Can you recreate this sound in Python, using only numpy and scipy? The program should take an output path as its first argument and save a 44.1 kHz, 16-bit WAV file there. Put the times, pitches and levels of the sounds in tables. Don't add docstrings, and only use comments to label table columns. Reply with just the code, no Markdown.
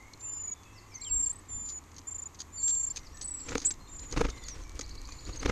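import sys
import numpy as np
from scipy import signal
from scipy.fft import rfft, irfft, next_fast_len
from scipy.io import wavfile
from scipy.ndimage import uniform_filter1d, map_coordinates

SR = 44100
rng = np.random.default_rng(int(sys.argv[2]) if len(sys.argv) > 2 else 0)


def store_pcm(level_fs):
    pcm = np.round(np.clip(level_fs, -1, 1) * 32767).astype(np.int16)
    wavfile.write(sys.argv[1], SR, np.atleast_2d(pcm).T)


N = 242991

# frequency in Hz, relative density in dB; the noise is then scaled to rms 1.
HUSH_SPECTRUM = [(60, -4), (160, -13), (290, -10.5), (600, -21.5), (1120, -13), (1500, -24.5),
                 (2050, -21.5), (3000, -29.5), (5500, -32.5), (6600, -22.5), (8200, -30.5), (9600, -43.5),
                 (12500, -34.5), (15000, -64)]
RUMBLE_SPECTRUM = [(12, -4.5), (28, -0.5), (55, -1), (90, -12.5), (180, -26), (500, -71)]
RUSTLE_SPECTRUM = [(120, -3.5), (200, -20.5), (290, -2), (400, -14), (480, -10), (700, -24), (2000, -20.5),
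                   (3000, -24.5), (6500, -25.5), (9000, -33), (13000, -66.5)]
BARK_SPECTRUM = [(1200, -18.5), (2300, -28), (3200, -6), (4600, 2.5), (5500, -0.5), (6500, 10), (7400, -7),
                 (9000, -17), (12500, -28), (15000, -50.5)]
KNOCK_SPECTRUM = [(100, -36), (300, 7.5), (700, -9), (1200, -4.5), (2300, 0.5), (3800, -10), (8000, -60)]
FEATHER_SPECTRUM = [(60, -2), (125, 6), (185, -15), (285, 3.5), (380, -2.5), (470, 0), (750, -21),
                    (1250, -8), (1550, -14), (2200, -13), (3300, -20), (5100, -22.5), (6400, -18.5),
                    (7600, -33), (9000, -38), (14000, -55)]

# time in seconds, level in dB before layer gains.
STIRRING_AIR = [(0, -74), (2.3, -68), (2.9, -54), (3.8, -51.5), (4.45, -46.5), (5.5, -44)]
# start in seconds, length in seconds, level in dB before layer gains.
GUSTS = [(1.095, 0.41, -46.5), (1.487, 0.23, -47.5)]
GUST_ATTACK_S, GUST_FADE_DB = 0.016, 17.5
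# middle in seconds, level in dB before layer gains.
LITTER_SHAKES = [(3.55, -54), (4.215, -48), (5.48, -49)]
SHAKE_SIGMA_S = 0.098
JOSTLE_START_S, JOSTLE_DB = 4.3, -60
# time in seconds, frequency in Hz.
DRONE_PITCH = [(0, 101.4), (.35, 97.5), (.55, 83.4), (.8, 107.2), (1.1, 88), (1.5, 93), (1.72, 70.5),
               (2, 93.2), (2.3, 81.3), (2.7, 89.3), (3.2, 82.1)]
# time in seconds, level in dB.
DRONE_LEVEL = [(0, -59.5), (1.2, -57.5), (2.4, -58), (3.6, -63)]

# start in seconds, length in seconds, pitch in Hz, slide in Hz, level in dB.
SONG_NOTES = [(0, 0.148, 2110, 140, -54), (0.217, 0.12, 2510, 567, -61.5), (0.32, 0.11, 5200, -220, -63),
              (0.379, .03, 2720, 250, -60), (0.472, 0.1, 2300, -20, -64), (0.521, .2, 3580, -280, -64.5),
              (0.748, .1, 2010, 21, -61), (0.641, 0.25, 2564, 190, -61.5),
              (0.917, 0.043, 2420, -300, -55.5), (0.956, 0.093, 2080, 244, -53.5),
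              (1.3, 0.13, 1854, -40, -62), (1.504, 0.15, 3470, -47, -66), (2.572, 0.043, 4664, -380, -44),
              (2.617, 0.24, 4335, 58.5, -55), (2.79, 0.15, 5780, 154, -58.5), (2.989, .08, 2140, -100, -62),
              (3.002, .06, 5820, 148, -60), (3.12, 0.085, 5700, 79, -57.5), (3.139, 0.079, 1823, -77, -57),
              (3.288, 0.105, 5660, 160, -58), (3.43, .06, 5590, 50, -58), (3.8, .08, 4190, -22, -60),
              (3.874, 0.0077, 3730, -190, -47.5), (3.999, 0.076, 4070, 30, -63),
              (4.302, 0.024, 3740, -280, -49.5), (4.326, 0.18, 2143, -210, -54),
              (4.376, 0.013, 4200, -400, -50), (4.421, 0.026, 3620, -200, -51),
              (4.434, 0.03, 4940, -950, -46), (4.609, 0.054, 6690, -1500, -53),
              (4.646, 0.6, 2308, -78.5, -61.5), (5.075, 0.08, 2436, 25, -56.5)]
NOTE_HOLD_SHARE, NOTE_FADE_DB = 0.26, 7.5
# start in seconds, period in seconds, slur length in seconds, level in dB.
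SLUR_RUNS = [(0.717, .157, .086, -57), (2.87, .1665, .043, -53)]
# share of its length, pitch in Hz, level in dB against its run.
SLUR_SHAPE = [(0, 6150, -16), (.62, 5230, 1), (.82, 4490, 7), (1, 4060, -7)]
TRILL_START_S, TRILL_PERIOD_S = 4.829, .0703

# time in seconds, level in dB, knock in dB against that level,
# length in seconds of a 30 dB decay, count of light slips on either side.
CLAW_CATCHES = [(0.133, -36, -22, 0.007, 0), (.208, -38.5, -20, 0.011, 0), (.6314, -46, -4, 0.015, 0),
                (1.6872, -34, -30, .023, 2), (1.941, -46, -24, .018, 0), (1.9635, -42.5, -28, 0.019, 0),
                (1.982, -31.5, -15, 0.015, 0), (2.3454, -42.5, -10.5, .02, 0), (2.388, -44, -22, 0.026, 0),
                (2.401, -28.5, -20, 0.02, 1), (2.621, -42, -25, 0.014, 0), (2.636, -39.5, -25, .012, 0),
                (2.676, -34.5, -16, 0.038, 0), (2.692, -28, -24, .012, 1), (2.702, -36.5, -21, 0.011, 0),
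                (2.748, -32.5, -22, 0.011, 0), (2.9604, -26.5, -12, 0.013, 0),
                (2.9696, -27.5, -12, 0.018, 1), (3.169, -42.5, -22, .02, 0), (3.211, -38, -18, 0.047, 0),
                (3.274, -43, -20, 0.015, 0), (3.4843, -31, 2, 0.0095, 0), (3.490, -31.5, -4, 0.016, 0),
                (3.506, -38, -9, 0.032, 0), (3.55, -25, -7, 0.015, 0), (3.572, -33, -16, 0.017, 0),
                (3.5785, -26, -18, 0.0092, 0), (3.589, -41.5, -14, 0.058, 0), (3.6165, -36, -10, 0.035, 0),
                (3.643, -43, 2, 0.028, 0), (3.666, -33, -27, 0.015, 0), (3.7052, -32.5, -6.5, 0.025, 0),
                (3.738, -36, -25, .008, 0), (3.993, -32.5, -25, 0.0091, 0), (4.111, -34, -22, 0.014, 0),
                (4.121, -30.5, -27, .012, 0), (4.124, -31, -17, .014, 0), (4.265, -36, 5, 0.011, 0),
                (4.295, -33, -16, 0.0097, 0), (4.3, -32, -16, 0.012, 0), (4.4807, -35.5, -8.5, 0.028, 1),
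                (4.792, -20, -22, .009, 0), (4.808, -33.5, -9.5, 0.024, 0), (4.89, -42, -14, .02, 1),
                (5.088, -38, -8, .014, 0), (5.121, -37, -8, 0.017, 0), (5.359, -35, -18, 0.012, 0)]
SLIP_GAP_S, SLIP_SCATTER_SHARE, SLIP_DB = 0.015, 0.089, -13.5
# time in seconds, pitch in Hz, level in dB.
BARK_FLAKES = [(.137, 4200, -41), (2.403, 4750, -30), (2.973, 2500, -37), (3.487, 2400, -36),
               (4.811, 2000, -39), (5.089, 1130, -36)]

# start in seconds, end in seconds, throb period in seconds, pitch in Hz,
# pitch fall in Hz, level in dB, swell in seconds, fade in dB, pitch swing in Hz,
# place of the pitch crest in a throb from 0 to 1, first choke, last choke; over 1 leaves silent gaps.
BEGGING_CALLS = [ (.195, .545, 0.038, 7200, 416, -39, .08, -4, 176, .85, .12, 2.22),
                 (1.011, 1.126, 0.032, 7420, -84.5, -41, .0045, -2.5, 220, 0.8, 0.6, 0.9),
                 (1.110, 1.324, .034, 7455, 90, -26.6, .008, 5, 150, .75, .3, 2.6),
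                 (1.292, 1.407, .029, 8060, 201, -46, .015, 7, 100, .5, 6.5, 6.5),
                 (1.484, 1.792, 0.04, 7210, 302, -39, 0.046, 2, 170, 0.92, .046, 0.56),
                 (2.068, 2.284, 0.036, 7260, 254, -37.5, .003, 2.5, 300, .78, 1.1, 6.5),
                 (2.521, 2.882, 0.041, 7140, 483, -41, .055, 7.5, 202, 0.8, 0.18, 4.7),
                 (2.58, 2.629, 0.042, 7420, -59, -38, .012, 6, 100, 0.73, .2, .5),
                 (2.627, 2.930, .0345, 7420, 100, -27.3, .008, 8.5, 170, .78, .1, 3.8),
                 (3.135, 3.201, 0.032, 7800, 52, -54.5, .004, -4, 98.5, 0.7, 6.2, 1.4),
                 (3.204, 3.431, 0.032, 7943, 228, -36, 0.045, 9.5, 150, 0.37, 1.25, 1.6),
                 (3.301, 3.547, .031, 7600, 400, -45.5, 0.097, 7.5, 600, 0.69, 0.4, 1.1),
                 (3.866, 4.148, 0.034, 7250, 450, -44.5, 0.11, 9, 725, 0.85, .65, 0.74),
                 (4.290, 4.481, 0.036, 7200, 389, -62.5, 0.015, -14.5, 520, 0, 0.49, 1),
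                 (5.040, 5.385, 0.032, 7170, 560, -57, 0.11, -4.5, 523, .05, 0.59, 1.24), ]
SWELL_DB, FALL_POWER, FADE_POWER = 17.5, 2.3, 2.54

# time in seconds, pitch in Hz, level in dB.
NEAR_CHIP = [(.941, 5750, -50), (.948, 6300, -48), (.959, 6400, -37.5), (.965, 6080, -50),
             (.981, 6050, -52), (.988, 5460, -53)]
# time in seconds, pitch in Hz, level in dB.
NEAR_SWOOPS = [
    [(1.001, 5540, -60), (1.008, 5750, -53), (1.014, 5550, -56)],
    [(1.014, 5030, -57), (1.021, 4110, -46.5), (1.027, 4200, -47.5), (1.034, 4850, -53), (1.040, 5730, -61)],
    [(1.042, 5200, -56), (1.048, 4070, -45.5), (1.054, 3235, -54), (1.066, 3260, -46), (1.074, 3080, -46),
     (1.084, 3000, -50), (1.110, 2540, -58)],
]
# time in seconds, level in dB.
HOUSING_BUMPS = [(1.113, -49), (1.178, -44), (1.199, -40.5), (1.487, -47), (1.54, -46), (1.575, -40.5),
                 (1.615, -41.5), (1.665, -44.5), (1.995, -44)]

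# time in seconds, swish in dB, air push in dB, swish sigma in seconds.
WING_STROKES = [(3.489, -44.5, -47, .005), (3.508, -46, -40, .005), (3.528, -39, -46, 0.0076),
                (3.556, -32.5, -33, 0.0032), (3.577, -46.5, -48, 0.0049), (4.13, -38.5, -46, 0.0022),
                (4.141, -38, -32.5, 0.0019), (4.167, -32, -51, 0.0019), (4.1772, -27, -23, 0.0038),
                (4.196, -35, -45, 0.0028), (4.212, -27, -25, 0.0046), (4.251, -30.5, -22, 0.0055),
                (4.29, -39.5, -31, 0.0044), (5.295, -42, -33, 0.0043), (5.431, -35, -35, .004),
                (5.451, -36, -42, 0.0016), (5.461, -26, -30, 0.0033), (5.482, -35, -44, 0.0032),
                (5.497, -26, -28.5, 0.004)]
# frequency in Hz, relative level in dB, t60 in seconds.
HOUSING_MODES = [(285, -16, 0.052), (463, -11.5, 0.024), (774, -8, 0.0096), (1273, -10, 0.011),
                 (2250, 0.5, 0.0026), (3440, -5, 0.0021)]
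# time in seconds, peak of the ring in dB.
WOOD_TAPS = [(3.520, -30), (3.5545, -17), (3.5797, -29), (4.1635, -26), (4.2145, -17), (4.253, -24),
             (4.7938, -29), (5.4605, -22), (5.499, -24)]
# start in seconds, length in seconds, first pitch in Hz,
# middle pitch in Hz, last pitch in Hz, level in dB.
FOOD_SQUEALS = [(3.648, 0.025, 6900, 7910, 8170, -22.5), (3.657, .045, 6560, 7800, 7970, -27),
                (3.706, 0.022, 7600, 7460, 7520, -33.5), (4.484, 0.063, 6520, 5850, 5560, -44.5),
                (5.372, 0.0078, 6750, 6480, 6350, -39.5), (5.393, 0.013, 6500, 6300, 5900, -39.5)]
SQUEAL_EDGE_DB = -7

# frequency in Hz, t60 in seconds.
WOODS_DECAY = [(500, 0.22), (4000, 0.58), (9000, 0.1)]
NEST_ECHO_DB = -35
TOP_HZ = 14200


def amp(db):
    return 10 ** (np.asarray(db) / 20)


def unit(x):
    return x / np.sqrt(np.mean(x ** 2) + 1e-20)


def along(points, hz):
    f, v = np.transpose(points)
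    return np.interp(np.log(hz + 1), np.log(f + 1), v)


def curves(rows, t):
    s, *cols = np.transpose(rows)
    return [np.interp(t, s, c) for c in cols]


def span(rows):
    return np.arange(rows[0][0], max(rows[-1][0], rows[0][0] + .005), 1 / SR)


def wobble(rate_hz, t):
    knots = rng.standard_normal(int(N * rate_hz / SR) + 4)
    return map_coordinates(knots, [t * rate_hz], mode="nearest")


def filtered(x, response):
    m = next_fast_len(N + SR // 4)
    return irfft(rfft(x, m) * response(np.fft.rfftfreq(m, 1 / SR)), m)[:N]


def noise(spectrum):
    return unit(filtered(rng.standard_normal(N), lambda hz: amp(along(spectrum, hz))))


def add(track, s, sound):
    start = int(np.clip(round(s * SR), 0, N))
    track[start:start + len(sound)] += sound[:N - start]


def whistle(t, hz, gain, jitter_hz, flutter_db):
    phase = 2 * np.pi * np.cumsum(hz + jitter_hz * wobble(220, t)) / SR
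    edge = np.clip(np.minimum(t - t[0], t[-1] - t) / 0.0016, 0, 1)
    soft = uniform_filter1d(gain * edge, size=64, mode="constant")
    return np.sqrt(2) * soft * amp(flutter_db * wobble(160, t)) * np.sin(phase)


def glides(notes, jitter_hz, flutter_db):
    out = np.zeros(N)
    for note in notes:
        t = span(note)
        hz, db = curves(note, t)
        add(out, t[0], whistle(t, hz, amp(db), jitter_hz, flutter_db))
    return out


def stirring_air(t):
    air = amp(curves(STIRRING_AIR, t)[0])
    for s, length_s, db in GUSTS:
        window = np.clip(np.minimum(t - s, s + length_s - t) / GUST_ATTACK_S, 0, 1)
        air = air + window * amp(db - GUST_FADE_DB * np.clip((t - s) / length_s, 0, 1))
    return air


def far_drone(t):
    hz = curves(DRONE_PITCH, t)[0]
    db = curves(DRONE_LEVEL, t)[0]
    gain = np.sqrt(2) * amp(db + 2.1 * wobble(12, t))
    return gain * np.sin(2 * np.pi * np.cumsum(hz + 1.9 * wobble(23, t)) / SR)


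def background(hush_db=-55, rumble_db=1, rustle_db=-13, lumps_db=3.5):
    t = np.arange(N) / SR
    air = stirring_air(t)
    shake = sum(amp(db) * np.exp(-((t - s) / SHAKE_SIGMA_S) ** 2 / 2) for s, db in LITTER_SHAKES)
    jostle = amp(JOSTLE_DB) * (t > JOSTLE_START_S)
    rumble = air * amp(rumble_db + 2.1 * wobble(13, t)) * noise(RUMBLE_SPECTRUM)
    stirred = np.hypot(air * amp(rustle_db) + shake, jostle)
    rustle = stirred * amp(lumps_db * wobble(45, t)) * noise(RUSTLE_SPECTRUM)
    return amp(hush_db) * noise(HUSH_SPECTRUM) + rumble + rustle + far_drone(t)


def trill(length_s=.028, low_hz=3700, high_hz=5400, db=-44, count=10):
    out = np.zeros(N)
    for k in range(count):
        t = TRILL_START_S + k * TRILL_PERIOD_S + np.arange(0, length_s, 1 / SR)
        u = np.linspace(0, 1, len(t))
        hz = low_hz + (high_hz - low_hz) * u ** 1.226
        add(out, t[0], whistle(t, hz, amp(db) * np.sin(np.pi * u) ** 2, jitter_hz=21, flutter_db=1.0))
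    return out


def songbirds(slurs_per_run=4):
    notes = []
    for s, length_s, hz, slide_hz, db in SONG_NOTES:
        held = (s + NOTE_HOLD_SHARE * length_s, hz + NOTE_HOLD_SHARE * slide_hz, db)
        notes.append([(s, hz, db), held, (s + length_s, hz + slide_hz, db - NOTE_FADE_DB)])
    for s, period_s, length_s, db in SLUR_RUNS:
        for k in range(slurs_per_run):
            start_s = s + k * period_s
            notes.append([(start_s + share * length_s, hz, db + rise_db)
                          for share, hz, rise_db in SLUR_SHAPE])
    return glides(notes, jitter_hz=35.2, flutter_db=2.0) + trill()


def litter(start_s, per_second, db, spread_db, decay_s):
    ticks = np.zeros(N)
    t = np.arange(SR // 100) / SR
    draws = rng.exponential(size=(200, 2))
    times_s = start_s + np.cumsum(draws[:, 0]) / per_second
    sizes = np.minimum(draws[:, 1], 3)
    for s, size in zip(times_s, sizes):
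        add(ticks, s, amp(db + spread_db * size) * np.exp(-t / decay_s))
    return ticks * noise(BARK_SPECTRUM)


def catches():
    for s, db, wood_db, length_s, count in CLAW_CATCHES:
        yield s, db, wood_db, length_s
        for k in range(round(count)):
            for side in (-1, 1):
                gap_s = SLIP_GAP_S * (k + 1 + SLIP_SCATTER_SHARE * rng.standard_normal())
                yield s + side * gap_s, db + SLIP_DB, wood_db, length_s


def claws(rasp_db=1, knock_db=0, grain_db=5.0, attack_s=0.003):
    rasp, knock = np.zeros(N), np.zeros(N)
    t = np.arange(SR // 8) / SR
    for s, db, wood_db, length_s in catches():
        skid = (1 - np.exp(-t / attack_s)) * amp(db - 30 * t / max(length_s, attack_s))
        add(rasp, s, skid)
        add(knock, s, skid * amp(wood_db))
    slips = unit(amp(grain_db * wobble(900, np.arange(N) / SR)))
    rasping = amp(rasp_db) * rasp * noise(BARK_SPECTRUM)
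    return slips * (rasping + amp(knock_db) * knock * noise(KNOCK_SPECTRUM))


def flakes(t60_s=0.026, attack_s=0.00066, rough_rad=0.25):
    out = np.zeros(N)
    t = np.arange(SR // 25) / SR
    for s, hz, db in BARK_FLAKES:
        tone = np.sin(2 * np.pi * hz * t + rough_rad * wobble(1000, t))
        add(out, s, amp(db - 60 * t / t60_s) * (1 - np.exp(-t / attack_s)) * tone)
    return out


def begging(sharpness=1.4, edge_power=2.6, sag_hz=170, snap_on=0.78, snap_off=0.34):
    out = np.zeros(N)
    for (start, end, period, hz, fall_hz, db, swell, fade_db, swing_hz, crest,
         first_choke, last_choke) in BEGGING_CALLS:
        t = np.arange(start, end, 1 / SR)
        u = np.linspace(0, 1, len(t))
        swell_db = SWELL_DB * np.clip(1 - (t - start) / swell, 0, 1) ** 2
        level_db = db - swell_db - fade_db * u ** FADE_POWER
        choke = first_choke * (last_choke / first_choke) ** u
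        cycle = (t - end) / period % 1
        airflow = np.clip(1 - choke * np.abs(2 * cycle - 1) ** edge_power, 0, 1)
        abruptness = np.where(cycle < .5, snap_on, snap_off)
        voicing = airflow ** (1 / np.maximum(1, choke) ** abruptness)
        flick = np.exp(sharpness * (np.cos(2 * np.pi * (cycle - crest)) - 1))
        swing = swing_hz * np.minimum(1, choke) ** .5 * (flick - flick.mean())
        pitch_hz = hz - fall_hz * u ** FALL_POWER + swing - sag_hz * (1 - airflow) ** 2
        add(out, t[0], whistle(t, pitch_hz, amp(level_db) * voicing, jitter_hz=26.7, flutter_db=1.17))
    return out


def near_bird():
    return glides([NEAR_CHIP] + NEAR_SWOOPS, jitter_hz=35, flutter_db=-1)


def bumps(hz=260, t60_s=0.069, attack_s=.004):
    out = np.zeros(N)
    t = np.arange(SR // 8) / SR
    for s, db in HOUSING_BUMPS:
        tone = np.sin(2 * np.pi * hz * (1 + 0.1 * rng.standard_normal()) * t)
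        add(out, s, amp(db - 60 * t / t60_s) * (1 - np.exp(-t / attack_s)) * tone)
    return out


def housing_ring(attack_s=0.00046):
    t = np.arange(SR // 12) / SR
    chance_db = rng.normal(0, 1.5, len(HOUSING_MODES))
    out = np.zeros(len(t))
    for (hz, db, t60_s), extra_db in zip(HOUSING_MODES, chance_db):
        out += amp(db + extra_db - 60 * t / t60_s) * np.cos(2 * np.pi * hz * t)
    out = out * (1 - np.exp(-t / attack_s))
    return out / np.abs(out).max()


def wings(push_width_s=0.0064, grain_db=3.3, wake_db=-22, wake_s=0.0081, housing_db=-7):
    swish, push = np.zeros(N), np.zeros(N)
    t = np.arange(-SR // 10, SR // 10) / SR
    for s, db, push_db, sigma_s in WING_STROKES:
        brush = np.exp(-(t / sigma_s) ** 2 / 2) + amp(wake_db) * np.exp(-np.abs(t) / wake_s)
        add(swish, s + t[0], amp(db) * brush)
        u = (t / push_width_s) ** 2
        add(push, s + t[0], amp(push_db) * (1 - u) * np.exp(-u / 2))
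    barbs = swish * unit(amp(grain_db * wobble(1400, np.arange(N) / SR)))
    ring = housing_ring()
    housing = signal.fftconvolve(barbs * rng.standard_normal(N), ring / np.linalg.norm(ring))[:N]
    return barbs * noise(FEATHER_SPECTRUM) + amp(housing_db) * housing + push


def taps(crack_db=-14, crack_t60_s=0.0022):
    body, crack = np.zeros(N), np.zeros(N)
    t = np.arange(SR // 50) / SR
    for s, db in WOOD_TAPS:
        add(body, s, amp(db) * housing_ring())
        add(crack, s, amp(db + crack_db - 60 * t / crack_t60_s))
    return body + crack * noise(BARK_SPECTRUM)


def squeals():
    notes = []
    for s, length_s, first_hz, middle_hz, last_hz, db in FOOD_SQUEALS:
        edge_db = db + SQUEAL_EDGE_DB
        notes.append([(s, first_hz, edge_db), (s + length_s / 2, middle_hz, db),
                      (s + length_s, last_hz, edge_db)])
    return glides(notes, jitter_hz=25, flutter_db=-1.5)


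def woods(x):
    hz, t, z = signal.stft(rng.standard_normal(SR // 2), SR, nperseg=256)
    decay = amp(-60 * t / along(WOODS_DECAY, hz)[:, None])
    tail = signal.istft(z * decay, SR, nperseg=256)[1]
    return signal.fftconvolve(x, tail / np.linalg.norm(tail))[:N]


def scene():
    lining = litter(0, per_second=27, db=-61.5, spread_db=2.0, decay_s=0.0021)
    lining = lining + litter(JOSTLE_START_S, per_second=70, db=-53.5, spread_db=5.0, decay_s=0.00098)
    nest = begging() + squeals() + claws() + taps() + flakes() + wings() + lining
    far, near = songbirds(), near_bird()
    echo = woods(amp(-12.5) * far + amp(-24) * near + amp(NEST_ECHO_DB) * nest)
    return (nest + near + amp(-5.5) * far + echo + background() + bumps())[None]


def record(dry):
    return filtered(dry[0], lambda hz: 1 / (1 + (hz / TOP_HZ) ** 80))[None]


dry = scene()
out = record(dry)
store_pcm(out)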